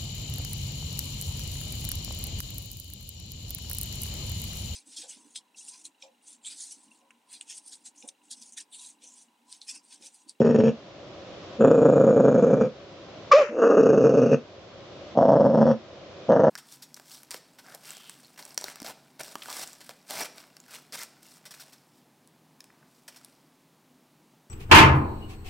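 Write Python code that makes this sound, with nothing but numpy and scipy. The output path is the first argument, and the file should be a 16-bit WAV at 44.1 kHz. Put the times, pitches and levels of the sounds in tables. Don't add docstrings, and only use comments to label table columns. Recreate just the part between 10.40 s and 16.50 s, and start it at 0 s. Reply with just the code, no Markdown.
import sys
import numpy as np
from scipy import signal
from scipy.fft import rfft, irfft, next_fast_len
from scipy.io import wavfile
from scipy.ndimage import uniform_filter1d

SR = 44100
rng = np.random.default_rng(int(sys.argv[2]) if len(sys.argv) > 2 else 0)


def bounce(signal):
    frames = np.transpose(np.atleast_2d(signal))
    limited = np.clip(frames, -1, 1)
    pcm = np.round(limited * 32767).astype(np.int16)
    wavfile.write(sys.argv[1], SR, pcm)


N = 269010
T = np.arange(N) / SR
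SIDES = np.array([[1], [-1]])
YIP_START_S, YIP_BREAK_S, YIP_END_S = 2.917, 2.934, 3.026


def from_db(db):
    return 10 ** (np.asarray(db) / 20)


def rms_one(x):
    return x / np.sqrt(np.mean(x ** 2) + 1e-20)


def in_time(curve):
    return np.interp(T, *np.transpose(curve))


def at_hz(points, hz):
    frequencies, values = np.transpose(points)
    return np.interp(np.log(hz + 1e-3), np.log(frequencies), values)


def smooth(x, seconds):
    size = max(int(seconds * SR), 1)
    return uniform_filter1d(uniform_filter1d(x, size), size)


def during(start, end):
    return 1. * ((T >= start) & (T <= end))


def evened(x, seconds):
    return x / np.sqrt(np.abs(smooth(x ** 2, seconds)) + 1e-6 * np.mean(x ** 2))


def cut(x, hz, kind, order=2):
    return signal.sosfilt(signal.butter(order, hz, kind, fs=SR, output="sos"), x)


def waver(depth, hz):
    return 1 + depth * rms_one(cut(rng.standard_normal(N), hz, "low"))


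def resonator(hz, width):
    r = np.exp(-np.pi * width / SR)
    return (1 - r * r) / 2 * np.array([1, 0, -1]), [1, -2 * r * np.cos(2 * np.pi * hz / SR), r * r]


def ring(x, modes):
    return sum(from_db(db) * signal.lfilter(*resonator(hz, width), x + 1e-18) for hz, width, db in modes)


def moving_ring(x, hz, width, size=512):
    out, state, width = np.zeros(N), np.zeros(2), np.broadcast_to(width, N)
    for i in range(0, N, size):
        out[i:i + size], state = signal.lfilter(*resonator(hz[i], width[i]), x[i:i + size], zi=state)
    return out


GROWLS = [(0, 0.298, 0.0031, -15, 0.055, -1.5, -21.5, -24, -38, -40, -.5, 1.15, 2.1, 1, 0),
          (1.186, 2.253, 0.016, -13, .037, -6, -25, -21.5, -41, -41, 2.5, 3.5, 7.1, -0.5, 0),
          (3.091, 3.949, 0.13, -14, .039, -6, -30.5, -22.5, -34, -36.5, 7.5, 14.3, 3.6, 1.5, 2),
          (4.747, 5.328, .026, -14.5, .036, -2.5, -12, -24, -47, -43.5, 12.5, 1.2, 4.4, 7, -1.5),
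          (5.883, 6.595, 0.0076, -14, .038, -7.5, -8.5, -18.5, -44, -44.5, 1.5, 1.2, 2.1, -2, 0.5)]
# centre_s, length_s, gain_db
CATCHES = [(2.177, 0.062, -4.5), (5.102, 0.043, -3.5)]


def growl_gesture(closing_s=.21, tiring_s=.11, onset_db=-20, fade_db_per_s=2, release_db_per_s=441):
    rows = np.array(GROWLS)
    which = np.searchsorted(rows[:, 0], T, side="right") - 1
    start, end, attack, level, _, chest, jaw, mouth, snarl, nose = rows[which, :10].T
    *open_db, mouth_late, belly = rows[which, 10:].T
    age, left = T - (start + attack), end - T
    held = np.maximum(age, 0)
    tired = np.exp(-np.maximum(left, 0) / tiring_s)
    gape = np.array(open_db) * np.exp(-held / closing_s)
    jaw_gape, mouth_gape, snarl_gape = gape
    onset = onset_db * np.maximum(-age / attack, 0)
    level = level + onset - fade_db_per_s * held - .5 * tired + release_db_per_s * np.minimum(left, 0)
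    level += sum(db * smooth(during(s - span / 2, s + span / 2), .01) for s, span, db in CATCHES)
    balance = {"chest": chest - .35 * jaw_gape + tired,
               "belly": belly - 15.5 * tightness(),
               "jaw": jaw + jaw_gape,
               "mouth": mouth + mouth_gape + mouth_late * tired + onset,
               "snarl": snarl + snarl_gape + 11.5 * tired,
               "nose": nose + (2.5 + .43 * mouth_late) * tired}
    progress = np.minimum(held / (end - start), 1)
    return level, balance, airway_shape(which, held, progress, tired, gape)


# chest_hz, width_hz, chest_pull_share, lips_hz, lips_db, snarl_hz,
# snarl_width_hz, teeth_hz, teeth_db, lower_nasal_hz, upper_nasal_hz, upper_nasal_db
AIRWAY = [(226.25, 53, .55, 1840, 11.5, 2510, 240, 3350, -16, 5500, 6680, -2),
          (246, 57, .12, 1600, -4.5, 2380, 78, 3480, -15.5, 6860, 7020, 1),
          (274.9, 60, .15, 1557, -11.5, 2505, 110, 2784, -3.5, 5730, 6480, 3.5),
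          (230, 40.5, .75, 1640, 2, 2750, 300, 3380, 4, 5405, 6250, -7.5),
          (232.2, 67.6, 0.44, 1670, 5, 2900, 500, 3100, 3, 5500, 6170, 0)]
# time_s, centre_hz
THROAT_CURVE = [(0, 420), (.29, 462), (1.19, 456), (1.27, 473), (1.6, 497), (2.25, 476), (3.2, 480),
                (3.5, 426), (3.65, 459.2), (3.94, 458.6), (4.76, 570), (4.97, 543), (5.32, 538),
                (5.89, 531.8), (6.1, 524.8)]


def airway_shape(which, held, progress, tired, gape):
    columns = np.array(AIRWAY)[which].T
    chest_hz, width, pull, lips_hz, lips_db, snarl_hz, snarl_width = columns[:7]
    teeth_hz, teeth_db, lower_hz, upper_hz, upper_db = columns[7:]
    jaw_gape, mouth_gape, snarl_gape = gape
    rest_chest_hz, rest_lips_hz, rest_nasal_hz, sag_hz_per_s = 227.05, 1710, 5550, 410
    lower_hz, upper_hz = lower_hz - sag_hz_per_s * held, upper_hz - sag_hz_per_s * held
    return {"chest_hz": chest_hz + (rest_chest_hz - chest_hz) * progress + 2.5 * mouth_gape,
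            "throat_hz": in_time(THROAT_CURVE),
            "width_hz": (width + 1.5 * jaw_gape) * (1 - .78 * tired),
            "pull": pull - .14 * jaw_gape + .15 * tired + .7 * tightness(),
            "lips_hz": lips_hz + (rest_lips_hz - lips_hz) * tired, "lips_db": lips_db,
            "snarl_hz": snarl_hz + 24 * snarl_gape, "snarl_width_hz": snarl_width,
            "teeth_hz": teeth_hz, "teeth_db": teeth_db + .9 * snarl_gape,
            "lower_nasal_hz": lower_hz + (rest_nasal_hz - lower_hz) * tired,
            "upper_nasal_hz": upper_hz, "upper_nasal_db": upper_db}


def tightness(until_s=3.44, slacken_s=.13):
    return during(YIP_END_S, until_s) * np.clip((until_s - T) / slacken_s, 0, 1)


def slackness():
    return 1 - .2 * tightness()


# start_s, length_s, gain_db
SURGES = [(0.047, 0.033, 0), (0.091, 0.025, 0), (0.144, 0.017, 1), (0.187, 0.021, 2), (0.236, 0.057, 0.5),
          (1.208, 0.017, 0), (1.24, 0.014, 2.5), (1.274, 0.0089, 1), (1.306, 0.013, 1.5),
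          (1.344, 0.013, -0.5), (1.378, 0.013, -1), (1.417, 0.014, 0), (1.486, 0.016, 0),
          (1.524, 0.016, 0.5), (1.599, 0.02, 0.5), (1.638, 0.011, 0.5), (1.689, 0.021, 0),
          (1.761, 0.017, -0.5), (1.875, 0.021, 1), (1.944, 0.016, 0.5), (2.024, 0.025, 1.5),
          (2.203, 0.019, 1), (3.187, 0.012, -2), (3.218, 0.062, -1), (3.37, 0.041, 1), (3.457, 0.014, 1.5),
          (3.574, .014, 0.5), (3.693, 0.012, 0.5), (3.738, .015, -0.5), (3.817, .022, 0.5),
          (4.774, 0.016, 0.5), (4.811, 0.021, 0.5), (4.882, 0.022, 1.5), (4.918, .02, 1), (5.043, 0.028, 0),
          (5.142, 0.014, 0.5), (5.206, 0.026, 2.5), (5.256, 0.064, 0.5), (5.891, 0.046, 0),
          (5.954, 0.018, -1), (5.995, 0.0089, 1.5), (6.035, 0.015, 1.5)]


def throb_train(duty=.52, duty_spread=.14, jitter=.13, spread_db=.93):
    throbs = []
    for start, end, attack, _, period, *_ in GROWLS:
        end = min(end, N / SR)
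        surges = [row for row in SURGES if start <= row[0] < end]
        resumes = [start + attack] + [s + length + period * (1 - duty) for s, length, _ in surges]
        for first, until in zip(resumes, [row[0] for row in surges] + [end]):
            chance = rng.standard_normal((32, 3))
            count = max(int(round((until - first) / period)), 0)
            for k, (shift, stretch, strength) in enumerate(chance[:count]):
                pace = (until - first) / count
                onset = first + pace * (k + jitter * shift * (k > 0))
                length = pace * np.clip(duty + duty_spread * stretch, .15, .9)
                throbs.append((onset, length, spread_db * strength))
        throbs += surges
    return sorted(throbs)


def throb_effort(throbs, sag_db=-5.5, fall_db_per_s=701):
    effort = sag_db * slackness()
    for start, length, db in throbs:
        effort[max(int(start * SR), 0):int((start + length) * SR)] = db
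    fall = fall_db_per_s * T
    return smooth(np.maximum.accumulate(effort + fall) - fall, .0033)


def fold_slaps(throbs, chest_hz, pull, gap_s=.0066, gap_spread=.2, spread_db=2.4, weak_db=-5):
    slaps, tight, slack = np.zeros(N), tightness(), slackness()
    chest_cycles = np.cumsum(chest_hz * waver(.04, hz=20)) / SR
    starts = [0] + [row[0] for row in throbs]
    lengths = [0] + [row[1] for row in throbs]
    for start, length, end in zip(starts, lengths, starts[1:] + [N / SR]):
        spacing, strength = rng.standard_normal((2, 256))
        now = max(int(start * SR), 0)
        gaps = gap_s * (1 - .25 * tight[now]) * np.exp(gap_spread * slack[now] * spacing)
        age = np.cumsum(gaps) - gaps
        sizes = from_db(slack[now] * (spread_db * strength + weak_db * (age > length)))
        keep = start + age < end - gap_s * .7
        at = np.clip(((start + age[keep]) * SR).astype(int), 0, N - 1)
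        drawn_s = np.clip(pull[at], 0, 1) * (np.round(chest_cycles[at]) - chest_cycles[at]) / chest_hz[at]
        slaps[np.clip(at + (drawn_s * SR).astype(int), 0, N - 1)] = sizes[keep]
    return slaps


CAVITY_BANDS = {"chest": (92, 375), "throat": (365, 675), "jaw": (600, 1060), "open mouth": (1200, 1900),
                "closed mouth": (980, 1650), "snarl": (2330, 3800)}


def cavity_power(hz, modes, cavity, order=6, raised_hz=0):
    low, high = CAVITY_BANDS[cavity]
    power = sum(from_db(db) ** 2 / (1 + ((hz * hz - centre * centre) / (hz * width)) ** 2)
                for centre, width, db in modes)
    power = power / ((1 + ((low + raised_hz) / hz) ** 8) * (1 + (hz / high) ** (2 * order)))
    return power / power.sum(axis=-1, keepdims=True)


def through_tract(x, power, hop):
    size = 2 * (power.shape[1] - 1)
    cepstrum = irfft(np.log(power + 1e-8) / 2)
    cepstrum[:, 1:size // 2] *= 2
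    response = np.exp(rfft(cepstrum[:, :size // 2], size))
    blocks = np.pad(x, (0, len(power) * hop - N)).reshape(-1, hop)
    out = np.zeros(N + size)
    for k, block in enumerate(irfft(rfft(blocks, size) * response)):
        out[k * hop:k * hop + size] += block
    return out[:N]


# centre_hz, width_hz, gain_db
BELLY_MODES = [(143, 20, -10.5), (90, 30, -20)]
NECK_MODES = [(506, 32, -3)]
JAW_MODES = [(640, 37, 4), (800, 19, -2), (920, 130, -1.5), (1010, 75, -11)]
MOUTH_MODES = [(1210, 270, 14), (1190, 370, 4), (1520, 85, 0.5)]


def airway_ring(drive, balance, airway, effort, size=4096, hop=512):
    hz = np.maximum(np.arange(size // 2 + 1) * SR / size, 1)
    gain = {name: curve[::hop, None] for name, curve in balance.items()}
    shape = {name: curve[::hop, None] for name, curve in airway.items()}
    belly = [(centre, width, db + gain["belly"]) for centre, width, db in BELLY_MODES]
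    chest_modes = [(shape["chest_hz"], 1.1 * shape["width_hz"], 0)] + belly
    chest = cavity_power(hz, chest_modes, "chest", order=3, raised_hz=130 * tightness()[::hop, None])
    throat = cavity_power(hz, [(shape["throat_hz"], shape["width_hz"], 0)] + NECK_MODES, "throat")
    jaw = cavity_power(hz, [(1.19 * shape["throat_hz"], 57, 18 + .85 * gain["jaw"])] + JAW_MODES, "jaw")
    lips = [(shape["lips_hz"], 95, shape["lips_db"])] + MOUTH_MODES
    opening = np.clip((shape["lips_hz"] - 1600) / 130, 0, 1)
    mouth = opening * cavity_power(hz, lips, "open mouth", order=16)
    mouth += (1 - opening) * cavity_power(hz, lips, "closed mouth", order=10)
    bright_db = .72 * effort[::hop, None]
    parts = [(chest, gain["chest"] + 1), (jaw, gain["jaw"] + 2.5 + bright_db),
             (mouth, gain["mouth"] - .5 + bright_db)]
    return through_tract(drive, throat + sum(power * from_db(db) ** 2 for power, db in parts), hop)


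def snarl_hiss(spray, airway, teeth_width_hz=140):
    snarl = moving_ring(spray, airway["snarl_hz"], airway["snarl_width_hz"])
    teeth = from_db(airway["teeth_db"]) * moving_ring(spray, airway["teeth_hz"], teeth_width_hz)
    low, high = CAVITY_BANDS["snarl"]
    return cut(cut(snarl - teeth, low, "high", order=4), high, "low", order=8)


def nose_hiss(puffs, airway, width_hz=280):
    lower_hz = airway["lower_nasal_hz"]
    peaks = [(.84 * lower_hz, -7), (lower_hz, 0), (airway["upper_nasal_hz"], airway["upper_nasal_db"])]
    return sum(from_db(db) * moving_ring(moving_ring(puffs, hz, width_hz), hz, 3 * width_hz)
               for hz, db in peaks)


def growl(fold_rasp=.02, mouth_rasp=.026, puff_decay_s=.0025):
    level, balance, airway = growl_gesture()
    throbs = throb_train()
    effort = throb_effort(throbs)
    slaps = fold_slaps(throbs, airway["chest_hz"], airway["pull"])
    airflow = .5 + signal.lfilter([1], [1, -np.exp(-1 / (puff_decay_s * SR))], slaps)
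    puffs = airflow * rng.standard_normal(N)
    drive = slaps + fold_rasp * puffs + mouth_rasp * cut(puffs, 900, "high")
    body = evened(airway_ring(drive, balance, airway, effort), .011)
    body = body + from_db(-15.5) * cut(body, 1000, "high", order=1) * SIDES
    snarl = evened(snarl_hiss(slaps + .12 * puffs, airway), .019)
    nose = evened(nose_hiss(puffs, airway), .019)
    voice = body + snarl * from_db(balance["snarl"] - 2 + 2.25 * SIDES)
    voice += nose * from_db(balance["nose"] + 1 + 1.75 * SIDES)
    return cut(voice * from_db(effort) * smooth(from_db(level), .0045), 53, "high")


def reverberation(x, t60_s=.18, spread=.28, wall_hz=3500):
    t = np.arange(SR // 2) / SR
    mid, side = rng.standard_normal((2, len(t))) * from_db(-60 * t / t60_s) * (t > .006)
    tail = cut(mid + spread * side * SIDES, wall_hz, "low", order=1)
    return signal.fftconvolve(x, tail / np.sqrt(np.sum(tail[0] ** 2)), axes=1)[:, :N]


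# frequency_hz, coherence_share
COHERENCE = [(60, 0.92), (160, 0.91), (400, 0.92), (1050, 0.71), (2720, 0.024), (7070, 0.14)]


def stereo_noise(spectrum):
    size = next_fast_len(N)
    hz = np.arange(size // 2 + 1) * SR / size
    mid, side = rfft(rng.standard_normal((2, size)))
    alike = at_hz(COHERENCE, hz)
    both = np.sqrt(1 + alike) * mid + np.sqrt(1 - alike) * side * SIDES
    return rms_one(irfft(both * from_db(at_hz(spectrum, hz)), size)[:, :N])


# frequency_hz, relative_density_db
ROOM_SPECTRUM = [(18, -60), (30, -30), (97, -6), (214, -8), (257, -15), (289, -6), (399, -5), (428, -11),
                 (551, -1), (916, -19), (982, -14), (1830, -22), (3420, -20), (5950, -29), (7500, -40),
                 (9750, -70), (16500, -120)]


def room_noise(level_db=-41, growl_dip_db=6, yip_dip_db=14, recovery_db_per_s=7.5):
    dip = growl_dip_db * sum(during(start, end) for start, end, *_ in GROWLS)
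    dip += yip_dip_db * during(YIP_START_S, YIP_END_S)
    recovery = recovery_db_per_s * T
    dip = smooth(np.maximum.accumulate(dip + recovery) - recovery, .018)
    return from_db(level_db - dip) * stereo_noise(ROOM_SPECTRUM)


# time_s, centre_hz, gain_db
GROWL_TICKS = [(0.068, 2000, -14), (.163, 1980, -11), (0.208, 2200, -11), (1.314, 5150, -16),
               (5.922, 3170, -12)]


def growl_ticks(width_hz=2400):
    out = np.zeros(N)
    for s, hz, db in GROWL_TICKS:
        tick = ring(signal.unit_impulse(N, int(s * SR)), [(hz, width_hz, db)])
        out += ring(tick, [(hz, width_hz, 0)])
    return out


YIP_PARTS = {"fundamental": (-18.5, -6.5, 102.5, 619), "octave": (-6, -22, 89, 1203),
             "overtones": (-25.5, -30, 150, 599), "rasp": (-28.5, -34.5, 3, 172)}


def yip_level(part, attack_db_per_s=6000, break_length_s=.0046):
    before_db, after_db, fade, release = YIP_PARTS[part]
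    broken = np.clip((T - YIP_BREAK_S) / break_length_s + .5, 0, 1)
    attack_db = attack_db_per_s * np.maximum(YIP_START_S - T, 0)
    decay_db = fade * np.maximum(T - YIP_BREAK_S, 0) + release * np.maximum(T - YIP_END_S, 0)
    return before_db + (after_db - before_db) * broken - attack_db - decay_db


# time_s, pitch_hz
YIP_PITCH = [(2.91, 549.3), (2.929, 592), (2.939, 510), (2.96, 582), (2.981, 623), (3.005, 597),
             (3.028, 534), (3.076, 350), (3.12, 307)]
# frequency_hz, gain_db
OVERTONE_COLOUR = [(300, -43.5), (700, -19.5), (1300, 13.5), (1750, -5.5), (2100, -12), (2350, 4.5),
                   (2700, -7), (3300, -8.5), (4200, -10), (5300, -8), (6800, -17), (8000, -33)]
RASP_COLOUR = [(300, -36), (750, -7), (950, -1.5), (1350, 13), (1600, -1), (1850, 4), (2100, 4.5),
               (2600, 5), (3200, -18), (4200, -16.5), (5300, -12.5), (6800, -12.5), (8000, -34)]


def yip(jitter=.0097, shimmer=.39, roughness=.22, rough_from_s=2.975):
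    pitch = in_time(YIP_PITCH) * waver(jitter, hz=129)
    phase = 2 * np.pi * np.cumsum(pitch) / SR
    tone = from_db(yip_level("fundamental")) * np.sin(phase)
    tone += from_db(yip_level("octave")) * np.sin(2 * phase)
    overtones = sum(from_db(at_hz(OVERTONE_COLOUR, k * pitch))
                    * np.sin(k * phase + rng.uniform(0, 2 * np.pi)) for k in range(3, 14))
    overtones *= from_db(yip_level("overtones")) * waver(shimmer, hz=200)
    rasp = from_db(yip_level("rasp")) * stereo_noise(RASP_COLOUR) * (1 + np.sin(phase))
    failing = smooth(during(rough_from_s, N / SR), .01)
    tone *= waver(roughness * failing, hz=130)
    return tone + (overtones + rasp) * from_db(1.5 * SIDES)


# centre_hz, width_hz, gain_db
ROOM_MODES = [(542, 8.7, -6), (585.6, 3.2, -5.5), (1850, 9, 1.5), (2650, 34, 1)]


def yip_echo(cry):
    return ring(cry, ROOM_MODES) + from_db(-12.5) * reverberation(cut(cry, 1800, "high"))


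def scene():
    growls = growl() * from_db(-.25 * SIDES) + growl_ticks()
    cry = yip()
    return growls + room_noise() + from_db(-18) * reverberation(growls) + cry + yip_echo(cry)


def record(dry, cutoff_hz=7750, fade_s=.012):
    fade = np.minimum(np.arange(N)[::-1] / (fade_s * SR), 1)
    return signal.sosfilt(signal.ellip(8, .3, 70, cutoff_hz, fs=SR, output="sos"), dry * fade)


dry = scene()
out = record(dry)
bounce(out)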